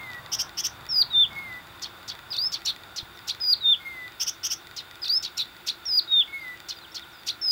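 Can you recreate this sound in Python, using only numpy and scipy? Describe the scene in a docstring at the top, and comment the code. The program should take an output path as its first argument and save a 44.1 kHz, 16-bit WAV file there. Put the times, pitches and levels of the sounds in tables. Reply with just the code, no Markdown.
"""A rapeseed field, close to a warbler on a stalk, heard in mono from a camera's microphone.
The bird goes three times through its phrase: paired buzzes, three falling whistles, dry chaks, a
rising slur, a churr and a rasping zwit, with a few faint, thin notes between. One side of its syrinx
whistles; both sides interact in the harsh calls. The crop scatters each note. Faint wind passes over a
low hum; at the microphone the lens motor hisses and ticks, and the camera takes one soft knock."""
import sys
import numpy as np
from scipy import signal
from scipy.fft import rfft, irfft
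from scipy.io import wavfile
from scipy.ndimage import uniform_filter1d

SR = 44100
rng = np.random.default_rng(int(sys.argv[2]) if len(sys.argv) > 2 else 0)


def master_out(mix):
    """Clip the mix to full scale and print it as 16-bit PCM to the path in sys.argv[1]."""
    frames = np.transpose(np.atleast_2d(mix))
    ceiling = np.clip(frames, -1, 1)
    pcm = np.round(ceiling * 32767).astype(np.int16)
    wavfile.write(sys.argv[1], SR, pcm)


N = 331191
TIME, FREQS = np.arange(N) / SR, np.fft.rfftfreq(N, 1 / SR)
BAND_EDGE_HZ = 15850


def amp(db):
    """Decibels to gain."""
    return 10 ** (np.asarray(db) / 20)

def unit(x):
    """Scales to rms 1."""
    return x / np.sqrt(np.mean(x ** 2) + 1e-20)

def spectrum_db(points, hz):
    """Reads a spectrum on a log-frequency axis."""
    f, db = np.transpose(points)
    return np.interp(np.log(hz + 1), np.log(f + 1), db)

def add(mix, start_s, sound):
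    """Mixes a sound in; it may have begun before zero."""
    at = round(start_s * SR)
    sound = sound[max(-at, 0):]
    part = mix[max(at, 0):][:len(sound)]
    part += sound[:len(part)]

def noise(gain):
    """Noise with the given amplitude per root Hz."""
    return irfft(rfft(rng.standard_normal(N)) * gain, N) * np.sqrt(SR / 2)

def wobble(n, hz):
    """Random wandering of rms about 1, rolling off above hz."""
    f = np.fft.rfftfreq(n + 4096, 1 / SR)
    white = rfft(rng.standard_normal(n + 4096))
    return unit(irfft(white / np.sqrt(1 + (f / hz) ** 6)))[:n]

def phase(hz):
    """Running phase of a pitch curve."""
    return 2 * np.pi * np.cumsum(hz) / SR

def fade(t, edge_s):
    """Soft start and end."""
    return np.clip(np.minimum(t - t[0], t[-1] - t) / edge_s, 0, 1)


def warbler():
    """The singer near the microphone, heard through the crop."""
    pure, rough = whistled_notes(), harsh_calls()
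    pure = crop_scatter(pure, near_db=-16, tail_db=-14.5, t60_s=.18)
    return pure + crop_scatter(rough, near_db=-9.5, tail_db=-12.5, t60_s=.16)

def whistle_pitch(t, hz, sag_hz_per_s, lead_hz, settle_share, snap, drop_hz, drop_s):
    """A note starts off pitch, settles (more abruptly with high snap), slides and bends at its end."""
    left_s = t[-1] - t
    lead = lead_hz * np.exp(-(t / (settle_share * t[-1])) ** snap)
    drop = drop_hz * np.maximum(1 - left_s / drop_s, 0) ** 3
    return hz + sag_hz_per_s * left_s + lead - drop

def whistle_level(t, attack_s, attack_db, attack_bend, swell_db, accent_db, accent_at, accent_s,
                  release_s, release_db):
    """Soft start, steady swell, one accent at a share of the length, then release; in dB."""
    left_s = t[-1] - t
    attack = attack_db * (1 - np.minimum(t / attack_s, 1) ** attack_bend)
    accent = accent_db * np.exp(-((t - accent_at * t[-1]) / accent_s) ** 2)
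    release = release_db * np.maximum(1 - left_s / release_s, 0)
    return accent - attack - swell_db * left_s / t[-1] - release

# Colour of a whistle's overtones: frequency_hz, gain_db
OVERTONE_COLOUR = [(4000, 3.5), (8000, -4), (11000, 3), (13000, 4), (14600, 7), (16000, -6.5)]
def whistles(notes, glide, envelope, even_db, odd_db, shimmer_db=1):
    """One side of the syrinx gives a near sine; the throat lets only faint overtones out."""
    out = np.zeros(N)
    for start_s, length_s, *contour, level_db in notes:
        t = np.arange(0, length_s, 1 / SR)
        pitch = whistle_pitch(t, *contour, **glide) * (1 + .002 * wobble(len(t), 120))
        level = amp(level_db + whistle_level(t, **envelope) + shimmer_db * wobble(len(t), 90))
        turn = phase(pitch)
        tone = np.sin(turn)
        for k in range(2, 8):
            overtone_db = (odd_db if k % 2 else even_db) + spectrum_db(OVERTONE_COLOUR, k * pitch)
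            tone += amp(overtone_db) * (k * pitch < BAND_EDGE_HZ) * np.sin(k * turn)
        add(out, start_s, np.sqrt(2) * level * fade(t, .0025) * tone)
    return out

# Breaks in the low whistle: time_s, depth_db
CATCHES = [(.024, 6.2), (1.343, 4.1), (3.845, 9), (3.894, 5.1), (6.319, 11), (6.409, 12)]
def catches(half_width_s=.0052):
    """Gain of the soft low whistle, which now and then catches for an instant."""
    return amp(-sum(db * np.exp(-((TIME - s) / half_width_s) ** 2) for s, db in CATCHES))

# The bird's pure notes: start_s, length_s, pitch_hz, sag_hz_per_s, lead_hz, settle_share, level_db
HIGH_WHISTLES = [(0.888, 0.143, 4760, 1970, 520, 0.3, -16.0), (3.402, 0.143, 4820, 940, 150, 0.17, -16.5),
                 (5.853, 0.15, 4850, 1100, 640, 0.26, -17.1), (7.413, 0.149, 4730, 3770, 100, 0.29, -15.1)]
MID_WHISTLES = [(1.102, 0.154, 3540, 500, 250, 0.22, -15.9), (3.606, 0.146, 3550, 1070, 220, 0.2, -16.0),
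                (6.075, 0.154, 3490, 2330, -40, 0.17, -16.2)]
LOW_WHISTLES = [(-0.1, 0.3, 1925, 151, 200.7, 0.62, -42.5), (1.305, 0.29, 1980, -9.5, 203, 0.64, -41),
                (3.8, 0.287, 1981, 210, 110, 0.56, -41.5), (6.275, 0.28, 1974, 39, 209, 0.61, -40.5)]
RISING_SLURS = [(2.372, 0.12, 5485, -8920, -850, 0.12, -22.5),
                (5.087, 0.11, 5510, -9850, -590, 0.096, -19.5)]
# How each kind bends in pitch: snap, drop_hz, drop_s
HIGH_GLIDE = dict(snap=1.8, drop_hz=1750, drop_s=0.029)
MID_GLIDE = dict(snap=3.1, drop_hz=840, drop_s=0.041)
LOW_GLIDE = dict(snap=4.6, drop_hz=-17, drop_s=0.0067)
SLUR_GLIDE = dict(snap=5.8, drop_hz=564, drop_s=0.0324)
# How each kind swells and ends: the settings of whistle_level
HIGH_ENVELOPE = dict(attack_s=.014, attack_db=7, attack_bend=1, swell_db=14.5, accent_db=3.5, accent_at=.9, accent_s=.002, release_s=.008, release_db=19)
MID_ENVELOPE = dict(attack_s=0.051, attack_db=18.5, attack_bend=1.6, swell_db=4.5, accent_db=2.5, accent_at=0.98, accent_s=0.0049, release_s=0.018, release_db=19)
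LOW_ENVELOPE = dict(attack_s=.058, attack_db=9.5, attack_bend=7, swell_db=-3.5, accent_db=4.6, accent_at=.26, accent_s=.016, release_s=.009, release_db=5)
SLUR_ENVELOPE = dict(attack_s=0.0094, attack_db=9, attack_bend=1.2, swell_db=6, accent_db=4, accent_at=0.14, accent_s=0.007, release_s=0.019, release_db=28)
def whistled_notes():
    """Three whistles stepping down in pitch, and the rising slur."""
    high = whistles(HIGH_WHISTLES, HIGH_GLIDE, HIGH_ENVELOPE, even_db=-37.5, odd_db=-32.5)
    mid = whistles(MID_WHISTLES, MID_GLIDE, MID_ENVELOPE, even_db=-44, odd_db=-54, shimmer_db=.4)
    low = whistles(LOW_WHISTLES, LOW_GLIDE, LOW_ENVELOPE, even_db=-30, odd_db=-33)
    slurs = whistles(RISING_SLURS, SLUR_GLIDE, SLUR_ENVELOPE, even_db=-37, odd_db=-32, shimmer_db=.9)
    return high + mid + catches() * low + slurs

def upsweeps(t, from_s, per_s, height_hz, throb_db, uneven=.122):
    """The pitch climbs and snaps back again and again, loudest in mid climb: offsets in Hz and dB."""
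    begun = t >= from_s
    climb = ((t - from_s) * per_s + uneven * wobble(len(t), per_s)) % 1
    return begun * height_hz * (climb - .5), -throb_db * begun * np.cos(2 * np.pi * climb)

def throat(x, band_hz=(2500, 7700)):
    """Throat and beak pass a broad band round the bird's own pitch."""
    return signal.sosfilt(signal.butter(3, band_hz, "bandpass", fs=SR, output="sos"), x)

def with_lower_voice(voice, t, level_db, pitch_hz=2943, rise_hz_per_s=9200, trill_hz=330):
    """A second, rising voice trills under the first, which throbs in step."""
    trill = np.sin(phase(trill_hz * (1 + .22 * wobble(len(t), 130))))
    pitch = pitch_hz + rise_hz_per_s * t + 260 * trill + 200 * wobble(len(t), 490)
    return voice * (1 + .71 * trill) + amp(level_db) * np.sin(phase(pitch))

# Air in the harsh calls: frequency_hz, gain_db
BREATH_COLOUR = [(300, -20), (1400, -3), (2000, -5), (4000, -14), (6500, -9), (8200, 0), (10300, -8),
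                 (12200, 0), (14000, 2), (16000, -4)]
def harsh(calls, gesture, beat_hz, beat_jitter, jitter_rate_hz, rasp, air_db, third_db,
          under_db=None, sweeps=None):
    """The two sides of the syrinx interact: a slower beat throws sidebands round a jittering tone."""
    out = np.zeros(N)
    air = unit(noise(amp(spectrum_db(BREATH_COLOUR, FREQS))))
    times_s, *columns = np.transpose(gesture)
    for start_s, level_db, stretch in calls:
        t = np.arange(0, times_s[-1] * stretch, 1 / SR)
        n = len(t)
        pitch, effort_db, depth, jitter_hz = (np.interp(t, times_s * stretch, c) for c in columns)
        if sweeps is not None:
            rise_hz, throb_db = upsweeps(t, **sweeps)
            pitch, effort_db = pitch + rise_hz, effort_db + throb_db
        unrest = jitter_hz / pitch
        turn = phase(pitch + 1.28 * jitter_hz * np.tanh(wobble(n, jitter_rate_hz)))
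        beat = phase(beat_hz * (1 + beat_jitter * unrest * wobble(n, 350)))
        depth = np.clip(rasp * depth, 0, .8)  # ratio of each sideband to the one before
        even_power = (1 - depth ** 2) ** 1.5 / np.sqrt(1 + depth ** 2)
        pulses = even_power / (1 - 2 * depth * np.cos(beat) + depth ** 2)
        voice = throat(np.sqrt(2) * pulses * np.sin(turn))
        if under_db is not None:
            voice = with_lower_voice(voice, t, under_db)
        # the beak opens wider for high pitches: 6 dB more air and third harmonic per kHz
        opening = amp(6 * (uniform_filter1d(pitch, size=700) - 5500) / 1000)
        hiss = amp(air_db) * np.sqrt(unrest) * np.roll(air, round(start_s * SR))[:n]
        third = amp(third_db) * np.sin(3 * turn - 2 * beat)
        voice += opening * pulses * (hiss + third)
        add(out, start_s, amp(level_db + effort_db) * voice * fade(t, .0013))
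    return out

# The syrinx's path through one call: time_s, pitch_hz, effort_db, sideband_depth, jitter_hz
CHAK_GESTURE = [(0, 4950, -9, 0.8, 564), (.005, 5500, -7, 0.6, 577), (.014, 5270, -5, 0.37, 580),
                (.021, 4677, -2.5, 0.32, 337), (.028, 4385, -4, 0.4, 139), (.036, 3650, -6.5, .3, 255),
                (.052, 3697, -13, 0.37, 220), (0.063, 3100, -29, .2, 200)]
CHURR_GESTURE = [(0, 5520, -13, .2, 250), (.004, 5160, -11, 0.52, 150), (.012, 5870, 1, 0.81, 200),
                 (.015, 4385, -6, 0.52, 100), (0.03, 4032, 0.5, 0.27, 120), (.057, 3893, -2.5, 0.08, 230),
                 (0.068, 3430, -15, 0.17, 250)]
ZWIT_GESTURE = [(0, 5086, -25, .4, 630), (.009, 5330, -9, 1, 450), (.016, 5610, -2, 0.75, 187),
                (0.019, 3565, -5, 1, 108), (.032, 4846, 5, 0.6, 50.7), (.033, 3150, -5.5, 0.51, 50.5),
                (.04, 3800, 1.5, .22, 40), (.047, 4240, -1, 0.1, 40), (.052, 4300, -25, 0.17, 40)]
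DIP_GESTURE = [(0, 5150, -5, 0, 5.2), (0.023, 4750, 5, .02, 6.9), (.032, 3156, -1.5, 0.43, 36),
               (.033, 5750, -7, 0.16, 50), (0.04, 4270, 5.5, 0.036, 23), (.047, 3650, 0, .3, 70),
               (.061, 3514, -2.5, 0.2, 53), (.069, 5100, 9, .45, 92)]
BUZZ_GESTURE = [(0, 5300, -12.5, .06, 250), (.009, 5400, -3, .07, 340), (.022, 5550, 2.5, .08, 400),
                (.035, 5600, -1.5, .08, 420), (.042, 5800, 1.5, .08, 450), (.052, 5850, -20, .08, 450)]
# Quick climbs that end chaks and churrs: the settings of upsweeps
CHAK_SWEEPS = dict(from_s=0.0181, per_s=68, height_hz=700, throb_db=5)
CHURR_SWEEPS = dict(from_s=.02, per_s=112, height_hz=1000, throb_db=.8, uneven=.15)
# The bird's harsh calls: start_s, level_db, stretch_factor
CHAKS = [(1.820, -28, 0.87), (2.078, -29.5, 0.89), (2.519, -26, 1.02), (2.960, -28, 0.96),
         (4.763, -29.5, 0.89), (5.225, -27, 1.05), (6.685, -28, 0.83), (6.944, -30.5, 0.9)]
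CHURRS = [(2.650, -23.5, 0.97), (5.370, -25, 0.94)]
ZWITS = [(3.270, -27, 0.96), (5.662, -25.5, 0.93), (7.261, -26.5, 1.0)]
DIPS = [(2.304, -33.5, 0.95), (5.018, -33, 0.97)]
BUZZES = [(.317, -27, 0.81), (.385, -27, 0.82), (.571, -29, 0.84), (.635, -27, 0.81), (4.197, -27, 0.88),
          (4.264, -28, 0.775), (4.431, -28, 0.95), (4.498, -28.5, 0.92)]
def harsh_calls():
    """The rough syllables; a short call that dips in pitch leads into each slur."""
    chaks = harsh(CHAKS, CHAK_GESTURE, beat_hz=1092, beat_jitter=2.42, jitter_rate_hz=600,
                  rasp=.9, air_db=-6, third_db=-18, sweeps=CHAK_SWEEPS)
    churrs = harsh(CHURRS, CHURR_GESTURE, beat_hz=1413, beat_jitter=.94, jitter_rate_hz=625,
                   rasp=.62, air_db=-.5, third_db=-21, sweeps=CHURR_SWEEPS)
    zwits = harsh(ZWITS, ZWIT_GESTURE, beat_hz=1060, beat_jitter=1.84, jitter_rate_hz=580,
                  rasp=.62, air_db=4, third_db=-15)
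    dips = harsh(DIPS, DIP_GESTURE, beat_hz=1004, beat_jitter=1, jitter_rate_hz=700,
                 rasp=.96, air_db=7.5, third_db=-35)
    buzzes = harsh(BUZZES, BUZZ_GESTURE, beat_hz=671, beat_jitter=1, jitter_rate_hz=745,
                   rasp=.95, air_db=-2, third_db=-37, under_db=-7)
    return chaks + churrs + zwits + dips + buzzes

def crop_scatter(x, near_db, tail_db, t60_s):
    """Stalks close by give a few quick echoes, the rest of the field a short diffuse tail."""
    t = np.arange(SR // 2) / SR
    near = np.zeros(len(t))
    near[(rng.uniform(.002, .012, 6) * SR).astype(int)] = rng.choice([-1, 1], 6)
    tail = rng.standard_normal(len(t)) * amp(-60 * t / t60_s) * np.minimum(t / .017, 1)
    echo = amp(near_db) * near / np.linalg.norm(near) + amp(tail_db) * tail / np.linalg.norm(tail)
    echo = signal.lfilter(*signal.butter(1, 7000, fs=SR), echo)  # leaves swallow the treble
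    return x + signal.fftconvolve(x, echo)[:N]

# Faint short notes: start_s, length_s, pitch_hz, sag_hz_per_s, lead_hz, settle_share, level_db
SOFT_NOTES = [(3.145, .075, 4630, 17000, 250, 0.26, -62), (6.4, 0.034, 4700, 5000, 60, 0.14, -55),
              (6.76, 0.034, 4650, 1000, 250, 0.48, -50.5), (6.808, 0.036, 3900, 10000, 30, .2, -51.5),
              (6.843, 0.017, 2900, 27000, 250, .2, -46.5), (6.916, .009, 5750, -80000, 10, .2, -47),
              (6.926, 0.007, 5800, -80000, 10, .2, -51), (7.018, 0.028, 2980, 37000, 17, .2, -48),
              (7.118, 0.099, 4820, 1800, 1250, .15, -57)]
# Their bend and swell: the settings of whistle_pitch and whistle_level
SOFT_GLIDE = dict(snap=1.08, drop_hz=30, drop_s=.02)
SOFT_ENVELOPE = dict(attack_s=.008, attack_db=6, attack_bend=0.45, swell_db=4, accent_db=5, accent_at=0.37, accent_s=.005, release_s=.008, release_db=2)
def soft_notes():
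    """Faint, thin short notes between the loud calls."""
    notes = whistles(SOFT_NOTES, SOFT_GLIDE, SOFT_ENVELOPE, even_db=-50, odd_db=-50, shimmer_db=1.5)
    return crop_scatter(notes, near_db=-14, tail_db=-21, t60_s=.3)

# The still field and the wind in the crop, all round the microphone: frequency_hz, density_db
STILL_FIELD = [(20, -100), (45, -87.5), (70, -80.5), (120, -83.5), (250, -87.5), (300, -85.5), (340, -81),
               (400, -87), (550, -89), (800, -84.5), (1200, -85.5), (2500, -87.5), (5500, -103),
               (15000, -109)]
CROP_WIND = [(20, -103.5), (60, -80.5), (120, -75.5), (220, -87), (450, -90), (800, -81), (1150, -80),
             (1800, -86), (3000, -104), (8000, -112)]
# The wind dying down: time_s, strength_db
WIND_STRENGTH = [(0, 1), (.3, 3), (.8, -0.5), (1.3, -0.5), (1.8, -1), (2.5, -3), (3.1, -5), (4, -7),
                 (5.5, -11.5), (7.5, -13.5)]
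def field_air():
    """A steady outdoor wash, with rumble and rustle that follow the wind."""
    strength_db = np.interp(TIME, *np.transpose(WIND_STRENGTH)) + 1.2 * wobble(N, 7.2)
    wash = noise(amp(spectrum_db(STILL_FIELD, FREQS)))
    wind = noise(amp(spectrum_db(CROP_WIND, FREQS)))
    return wash + amp(strength_db) * wind

# Gusts on the microphone: peak_s, half_length_s, level_db
MIC_GUSTS = [(1.25, 0.46, -53), (3.648, .2, -59)]
def microphone_wind(low_hz=65, high_hz=160):
    """Now and then a gust reaches the microphone itself and rumbles."""
    swell = sum(amp(db) * np.exp(-((TIME - s) / width) ** 2) for s, width, db in MIC_GUSTS)
    band = 1 / np.sqrt((1 + (low_hz / (FREQS + 1)) ** 6) * (1 + (FREQS / high_hz) ** 6))
    return swell * unit(noise(band))

def hum(pitch_hz=343, level_db=-68, waver=.022):
    """A faint, wavering hum in the background."""
    level = amp(level_db + 1.8 * wobble(N, 5.8))
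    pitch = pitch_hz * (1 + waver * wobble(N, 21.2))
    return level * np.sqrt(2) * np.sin(phase(pitch))

# Resonances of the camera body: frequency_hz, width_hz, hiss_db, tick_db
CAMERA_MODES = [(1438, 126, -55.5, -43.5), (1942, 59, -79.5, -43.5), (2430, 100, -77, -46.5),
                (3616, 270, -55.5, -35), (4630, 540, -63.5, -36.5), (7040, 350, -73, -48.5),
                (8230, 710, -74, -74.5), (11350, 550, -71.5, -48), (12170, 450, -70.5, -65),
                (15460, 350, -63.5, -52.5)]
# The motor's clearest ticks: start_s, gain_db
MOTOR_TICKS = [(.134, 1), (.262, 2), (.494, 1), (.866, 1), (2.152, 0), (2.191, 0), (2.619, 0), (2.763, 1),
               (2.836, -1), (3.191, 0), (3.349, 1), (4.08, 2), (4.671, 0), (4.712, 0), (4.912, 0),
               (6.603, 1), (6.995, 1)]
def lens_motor(faint_per_s=7, faint_db=-4, snap_db=-47, damping=.77):
    """Steady hiss and small sharp ticks right by the microphone, both ringing in the camera body."""
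    hz, width, hiss_db, tick_db = np.transpose(CAMERA_MODES)[:, :, None]
    peaks = amp(hiss_db) ** 2 / width / (1 + ((FREQS - hz) / (width / np.sqrt(2))) ** 2) ** 2
    out = noise(np.sqrt(peaks.sum(0)))
    t = np.arange(SR // 50) / SR
    ring = amp(tick_db) * np.exp(-np.pi * damping * width * t)
    faint_ticks = [(s, faint_db) for s in TIME[rng.random(N) < faint_per_s / SR]]
    for start_s, gain_db in list(MOTOR_TICKS) + faint_ticks:
        modes = ring * np.sin(2 * np.pi * (hz * t + rng.random(hz.shape)))
        snap = amp(snap_db) * np.exp(-t / .0005) * rng.standard_normal(len(t))
        add(out, start_s, amp(gain_db) * (modes.sum(0) + snap))
    return out

def camera_knock(start_s=3.029, pitch_hz=100, level_db=-33, decay_s=.0062):
    """One soft knock on the camera."""
    out, t = np.zeros(N), np.arange(SR // 10) / SR
    add(out, start_s, amp(level_db) * np.exp(-t / decay_s) * np.sin(2 * np.pi * pitch_hz * t))
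    return out

def scene():
    """The song, the soft notes, the field and the camera, at one microphone."""
    outdoors = warbler() + soft_notes() + field_air() + microphone_wind() + hum()
    return (outdoors + lens_motor() + camera_knock())[None]

def record(dry):
    """The recorder's band limit."""
    lowpass = signal.firwin(611, BAND_EDGE_HZ, window=("kaiser", 9), fs=SR)
    return signal.oaconvolve(dry, lowpass[None], "same")


dry = scene()
out = record(dry)
master_out(out)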